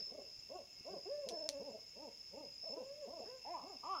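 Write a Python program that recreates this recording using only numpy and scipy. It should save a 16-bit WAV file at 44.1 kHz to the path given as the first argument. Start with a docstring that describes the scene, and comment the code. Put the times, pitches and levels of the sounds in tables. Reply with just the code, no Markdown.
"""A wood at night: crickets trill throughout, one close by, over faint frogs and a thin insect buzz.
From the start two owls trade short hoots, arched in pitch and shaped by the throat; two soft thumps pass.
At 1 s comes a wail, then a falling, quavering hoot, with two sharp, close clicks at 1.3 and 1.5 s.
Two more wails follow from 2.75 s, and the calls rise to two loud cackles at 3.5 and 3.9 s."""
import sys
import numpy as np
from scipy import signal
from scipy.fft import rfft, irfft, next_fast_len
from scipy.io import wavfile
from scipy.ndimage import uniform_filter1d, map_coordinates

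SR = 44100
rng = np.random.default_rng(int(sys.argv[2]) if len(sys.argv) > 2 else 0)


def store_pcm(level_fs):
    """Save levels as 16-bit WAV."""
    pcm = np.round(np.clip(level_fs, -1, 1) * 32767).astype(np.int16)
    wavfile.write(sys.argv[1], SR, np.atleast_2d(pcm).T)


N = 176400

# owl throat response with its resonance at THROAT_HZ: f/Hz, gain/dB
THROAT_RESPONSE = [(120, -30.5), (210, -11.5), (310, -23), (420, -4), (560, 3.5), (690, 2.5), (780, -11.5),
                   (1080, -6.5), (1250, -25), (1700, -7.5), (4000, -55)]
THROAT_HZ = 558.4
ARCH_DROP, JITTER = 0.56, 0.009  # fractions of pitch
SHIMMER_DB = 3.5


def amp(db):
    return 10 ** (np.asarray(db) / 20)


def unit(x):
    return x / np.sqrt(np.mean(x ** 2) + 1e-20)


def clock():
    return np.arange(N) / SR


def along(points, hz):
    """Interpolate (f/Hz, value) points on a log frequency axis."""
    f, v = np.transpose(points)
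    return np.interp(np.log(hz + 1), np.log(f + 1), v)


def wobble(knots_per_s):
    """Smooth random curve."""
    return map_coordinates(rng.standard_normal(int(N * knots_per_s / SR) + 4), [clock() * knots_per_s])


def filtered(x, response):
    """Apply response(f/Hz) to x."""
    size = next_fast_len(N + SR // 2)
    return irfft(rfft(x, size) * response(np.fft.rfftfreq(size, 1 / SR)), size)[..., :N]


def noise(response):
    """Coloured noise, rms 1."""
    return unit(filtered(rng.standard_normal(N), response))


def night_air():
    """Steady low rumble and insect hiss."""
    spectrum = [(28, -6), (60, 9), (500, -2.5), (1600, -12.5), (2200, -4.5), (3200, -5), (4200, -10),
                (5600, -0.5), (6900, 2.5), (7600, -14), (11000, -16.5), (15500, -15)]  # f/Hz, relative level/dB
    return amp(-67.5) * noise(lambda f: amp(along(spectrum, f)))


def frogs():
    """Far peeps: narrow noise bands that swell at random."""
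    callers = [(2685, 78, -74.5, 22), (2184, 47, -82, 16)]  # f/Hz, half width/Hz, level/dB, swell rate/Hz
    out = np.zeros(N)
    for hz, width_hz, db, swell_hz in callers:
        swell = amp(2.45 * wobble(swell_hz))
        band = noise(lambda f: 1 / (1 + ((f - hz) / width_hz) ** 2))
        out += amp(db) * unit(swell * band)
    return out


def insect_buzz():
    """Thin, high chirps at an even pace."""
    centre_hz, width_hz, rate_hz, crest_s = 7096, 92, 6.05, 2.05
    gate = np.maximum(np.cos(2 * np.pi * rate_hz * (clock() - crest_s)), 0) ** 2
    return amp(-71.5) * gate * noise(lambda f: np.exp(-((f - centre_hz) / width_hz) ** 2))


def cricket_chorus():
    """Distant crickets blur into a band that still pulses at their wing rates."""
    envelope = [(0, -50.5), (.15, -61.5), (.38, -54), (.68, -59), (.93, -54), (1.3, -61), (1.7, -56.5),
                (3.1, -59), (4, -55)]  # t/s, level/dB
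    band = [(4600, -33), (4850, -9), (5200, 3), (5350, 1), (5560, -53)]  # f/Hz, gain/dB
    out, t = np.zeros(N), clock()
    for wing_hz, shift_hz in [(47, -50), (56.5, 13.5), (60, 28.5)]:
        pulse = 1 + 0.29 * np.sin(2 * np.pi * wing_hz * t + 1.15 * wobble(4.3))
        swell = amp(2.7 * wobble(6.175))
        out += pulse * swell * noise(lambda f: amp(along(band, abs(f - shift_hz))))
    return unit(out) * amp(np.interp(t, *np.transpose(envelope)))


def wood_reverb(x):
    """Diffuse echo from the trunks, wet part only."""
    t60_s, build_s = 0.64, 0.017
    t = np.arange(SR) / SR
    tail = rng.standard_normal(SR) * amp(-60 * t / t60_s) * (1 - np.exp(-(t / build_s) ** 2))
    return signal.fftconvolve(x, tail / np.linalg.norm(tail))[:N]


def add_trunk_echoes(x):
    """Near trunks return weak copies that beat against a gliding voice."""
    lags_s = rng.uniform(0.0949, 1, size=6) * 0.033
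    echoes = filtered(x, lambda f: sum(np.exp(-2j * np.pi * f * lag) for lag in lags_s))
    return x + amp(-10) * echoes / np.sqrt(len(lags_s))


def cricket_trills():
    """Each wing stroke is a short tone that sags in pitch."""
    chirps = [(-.04, 0.117, 5243, -50.5, 62), (0.92, 1.165, 5050, -58, 48), (1.315, 1.481, 5260, -50, 58),
              (2.19, 2.322, 5254, -58, 64), (2.424, 2.637, 5066, -56, 54), (2.605, 2.745, 5258, -49, 62),
              (3.418, 3.564, 5216, -57, 59), (3.943, 4.098, 5244, -50.5, 55)]  # start/s, end/s, f/Hz, level/dB, wing rate/Hz
    sag_hz, attack_s, release_s = 74, 0.015, 0.0047
    out, t = np.zeros(N), clock()
    for start, end, hz, db, wing_hz in chirps:
        stroke = ((t - start) * wing_hz + 0.089 * wobble(45)) % 1
        pitch_hz = hz + sag_hz * (.5 - stroke) + 25 * wobble(300)
        tone = np.sin(2 * np.pi * np.cumsum(pitch_hz) / SR)
        gate = np.clip((t - start) / attack_s, 0, 1) * np.clip((end - t) / release_s, 0, 1)
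        out += amp(db) * gate * unit(tone * np.sin(np.pi * stroke))
    return out + amp(-28) * wood_reverb(out)


def thumps():
    """Soft, dull bumps close by."""
    bumps = [(0.389, -63, 71.6), (.81, -64.5, 220)]  # t/s, level/dB, f/Hz
    out = np.zeros(N)
    for at_s, db, hz in bumps:
        envelope = np.exp(-((clock() - at_s) / 0.0097) ** 2)
        out += amp(db) * envelope * noise(lambda f: np.exp(-(f / hz - 1) ** 2))
    return out


def clicks():
    """Hard snaps, each with a close reflection and a short tail."""
    snaps = [(1.2885, -32.5, -1), (1.4902, -31, 0)]  # t/s, level/dB, tilt/(dB per octave)
    spectrum = [(400, -32), (2400, -11), (3900, 0), (6000, 6.5), (7500, -12), (10000, -7.5), (16000, -39)]  # f/Hz, gain/dB
    arrivals = [(0, 1.5), (.0072, -5)]  # direct and reflected: delay/s, gain/dB

    def decay(age_s, t60_s):
        return (age_s >= 0) * amp(-60 * abs(age_s) / t60_s)

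    out = np.zeros(N)
    for at_s, db, tilt in snaps:
        t = clock() - at_s
        power = sum((amp(gain_db) * decay(t - lag_s, t60_s=0.0075)) ** 2 for lag_s, gain_db in arrivals)
        power += (amp(-16.5) * decay(t, t60_s=0.14)) ** 2
        out += amp(db) * np.sqrt(power) * noise(lambda f: amp(along(spectrum, f) + tilt * np.log2(f + 1)))
    return out


def arch(top_hz, u):
    """Pitch/Hz of an arched call; u in half lengths from its middle."""
    return top_hz * (1 - ARCH_DROP * (1 - np.exp(-u ** 2)))


def short_hoots():
    """The pitch arch sweeps the harmonics through the throat resonance; both ends are hoarse."""
    # middle t/s, top f/Hz, half length/s, level/dB of harmonics 1, 2, 3, throat resonance/Hz
    calls = [(0.0, 234, 0.03, -68, -65.5, -68, 574), (0.163, 310.3, 0.049, -65.5, -55, -67, 618),
             (0.186, 210.7, 0.1, -88, -66, -64, 534), (0.56, 370, 0.054, -59, -53, -67.5, 559),
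             (0.919, 398.3, 0.056, -57, -53.5, -67.5, 558), (0.942, 209, 0.051, -64, -57.5, -62, 512),
             (1.3, 250.2, 0.049, -63, -57, -58, 552), (1.662, 298.4, 0.053, -60, -52.5, -61, 504),
             (1.745, 220.3, 0.048, -69, -63.5, -57.5, 598), (2.032, 310.5, 0.064, -62, -57.5, -61.5, 494),
             (2.401, 311.8, 0.061, -61.5, -56, -62, 482), (2.672, 330.8, 0.034, -73, -56, -66, 613),
             (2.771, 327.6, 0.061, -60, -54.5, -62, 514), (3.149, 346.3, 0.066, -63, -54, -61.5, 568),
             (3.225, 242, 0.031, -77.5, -58.5, -55.5, 730), (3.695, 410.6, 0.058, -59.5, -59, -67, 638)]
    rasp_spectrum = [(130, -38), (480, -1.5), (660, 2.5), (800, -20), (1000, -0.5), (1200, -21),
                     (4000, -45)]  # f/Hz, gain/dB
    fourth_re_third_db, rasp_db = -11.5, -11
    out, t = np.zeros(N), clock()
    waver, shimmer = JITTER * wobble(260), amp(SHIMMER_DB * wobble(90))
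    for mid_s, top_hz, half_s, db1, db2, db3, throat_hz in calls:
        span = abs(t - mid_s) < 2 * half_s
        u = (t[span] - mid_s) / half_s
        hoarse = np.exp(-((abs(u) - 1) / 0.24) ** 2)
        hz = arch(top_hz, u) * (1 + waver[span] * (.5 + 4 * hoarse))
        phase = 2 * np.pi * np.cumsum(hz) / SR
        swell = np.exp(-(u / 1.093) ** 4) * shimmer[span]
        throat_scale = THROAT_HZ / throat_hz
        for k, db in enumerate([db1, db2, db3, db3 + fourth_re_third_db], 1):
            gain = swell * amp(along(THROAT_RESPONSE, k * hz * throat_scale))
            out[span] += amp(db) * unit(gain) * np.sin(k * phase + rng.uniform(0, 2 * np.pi))
        rasp = noise(lambda f: amp(along(rasp_spectrum, f * throat_scale ** 0.54)))[span]
        out[span] += amp(max(db2, db3) + rasp_db) * rasp * hoarse
    return out


def long_hoot(contour, tilt_db_per_oct, quaver_depth=0):
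    """A held, gliding note: six harmonics through the throat."""
    quaver_hz, crest_s, fade_s = 17.1, 1.468, 0.011
    t = clock()
    knots_s, hz, db = np.transpose(contour)
    span = (t > knots_s[0]) & (t < knots_s[-1])
    glide_hz = uniform_filter1d(np.interp(t, knots_s, hz), size=500)
    waver = 1 + .5 * JITTER * wobble(120)
    quaver = 1 + quaver_depth * np.cos(2 * np.pi * quaver_hz * (t - crest_s))
    pitch_hz = (glide_hz * waver * quaver)[span]
    k = np.arange(1, 7)[:, None]
    gains = amp(along(THROAT_RESPONSE, k * pitch_hz) + tilt_db_per_oct * np.log2(k))
    harmonics = gains * np.sin(2 * np.pi * k * np.cumsum(pitch_hz) / SR)
    voice = np.zeros(N)
    voice[span] = np.sqrt(2) * harmonics.sum(0) / np.linalg.norm(gains, axis=0)
    fade = np.clip(np.minimum(t - knots_s[0], knots_s[-1] - t) / fade_s, 0, 1)
    return voice * fade * amp(np.interp(t, knots_s, db) + .5 * SHIMMER_DB * wobble(67))


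def cackles():
    """Loud arched calls: the beak opens and the rising resonance picks out successive harmonics."""
    # middle t/s, top f/Hz, half length/s, level/dB, throat resonance/Hz with beak shut, open
    calls = [(3.524, 356.5, .069, -39.5, 817, 1016), (3.916, 392.4, .076, -37.5, 1060, 1236)]
    envelope = [(-1.2, -46), (-1.04, -10), (-0.15, 0.5), (0.33, 0.5), (2.02, -27.5)]  # t/half lengths from the middle, gain/dB
    throat = [(.1, -21), (.3, -19.5), (.62, -12.5), (1, 0.5), (1.15, -5.5), (1.38, -42), (2.55, -28.5),
              (3, -35), (5, -80)]  # f/resonance, gain/dB
    notch_hz, notch_width_hz, notch_db, rasp_db = 1077, 28, -14, -8
    out, t = np.zeros(N), clock()
    waver = JITTER * wobble(260)
    for mid_s, top_hz, half_s, db, shut_hz, open_hz in calls:
        span = abs(t - mid_s) < 2 * half_s
        u = (t[span] - mid_s) / half_s
        hoarse = 1 - np.exp(-u ** 4)
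        hz = arch(top_hz, u) * (1 + waver[span] * (.5 + 5 * hoarse))
        phase = 2 * np.pi * np.cumsum(hz) / SR
        opening = (1 + np.tanh(2 * (u - 0.29))) / 2
        throat_hz = shut_hz + (open_hz - shut_hz) * opening
        swell = amp(db + np.interp(u, *np.transpose(envelope)))
        for k in range(1, 14):
            dip_db = notch_db * np.exp(-((k * hz - notch_hz) / notch_width_hz) ** 2)
            gain = swell * amp(along(throat, k * hz / throat_hz) + dip_db)
            out[span] += gain * np.sin(k * phase + rng.uniform(0, 2 * np.pi))
        for share, centre_hz in [(1 - opening, shut_hz), (opening, open_hz)]:
            rasp = noise(lambda f: amp(along(throat, f / centre_hz)))[span]
            out[span] += amp(rasp_db) * swell * hoarse * share * rasp
    return out


def owls():
    """Both birds and their echo in the wood."""
    # long-hoot contours: t/s, f/Hz, level/dB
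    first_wail = [(1.05, 328.5, -53), (1.085, 413, -49), (1.097, 527.5, -47.5), (1.125, 584, -44.5),
                  (1.2, 587.4, -44), (1.245, 546, -52), (1.335, 448, -52.5), (1.36, 398, -74)]
    falling_hoot = [(1.3, 364, -51), (1.375, 314.2, -49), (1.46, 306.2, -50), (1.53, 289.8, -53),
                    (1.63, 268.6, -55.5)]
    second_wail = [(2.755, 327, -61), (2.785, 506.3, -48.5), (2.84, 518.4, -52.5), (2.975, 600, -58),
                   (3.015, 607, -53), (3.045, 536, -48.5), (3.07, 400, -61.5), (3.09, 256, -51)]
    third_wail = [(3.24, 295, -63.5), (3.295, 491.4, -53.5), (3.35, 527.4, -53.5), (3.42, 483, -69)]
    voices = short_hoots() + cackles()
    voices += long_hoot(first_wail, tilt_db_per_oct=-14.5)
    voices += long_hoot(second_wail, tilt_db_per_oct=-12.5)
    voices += long_hoot(third_wail, tilt_db_per_oct=-6.5)
    voices += long_hoot(falling_hoot, tilt_db_per_oct=-12, quaver_depth=0.042)
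    early = add_trunk_echoes(voices)
    return early + amp(-14.5) * wood_reverb(early)


def scene():
    mono = owls() + cricket_trills() + cricket_chorus() + night_air() + frogs() + insect_buzz()
    mono += thumps() + clicks()
    return np.array([mono, mono])


def record(dry):
    """Brick-wall low-pass."""
    return filtered(dry, lambda hz: hz < 15800)


dry = scene()
out = record(dry)
store_pcm(out)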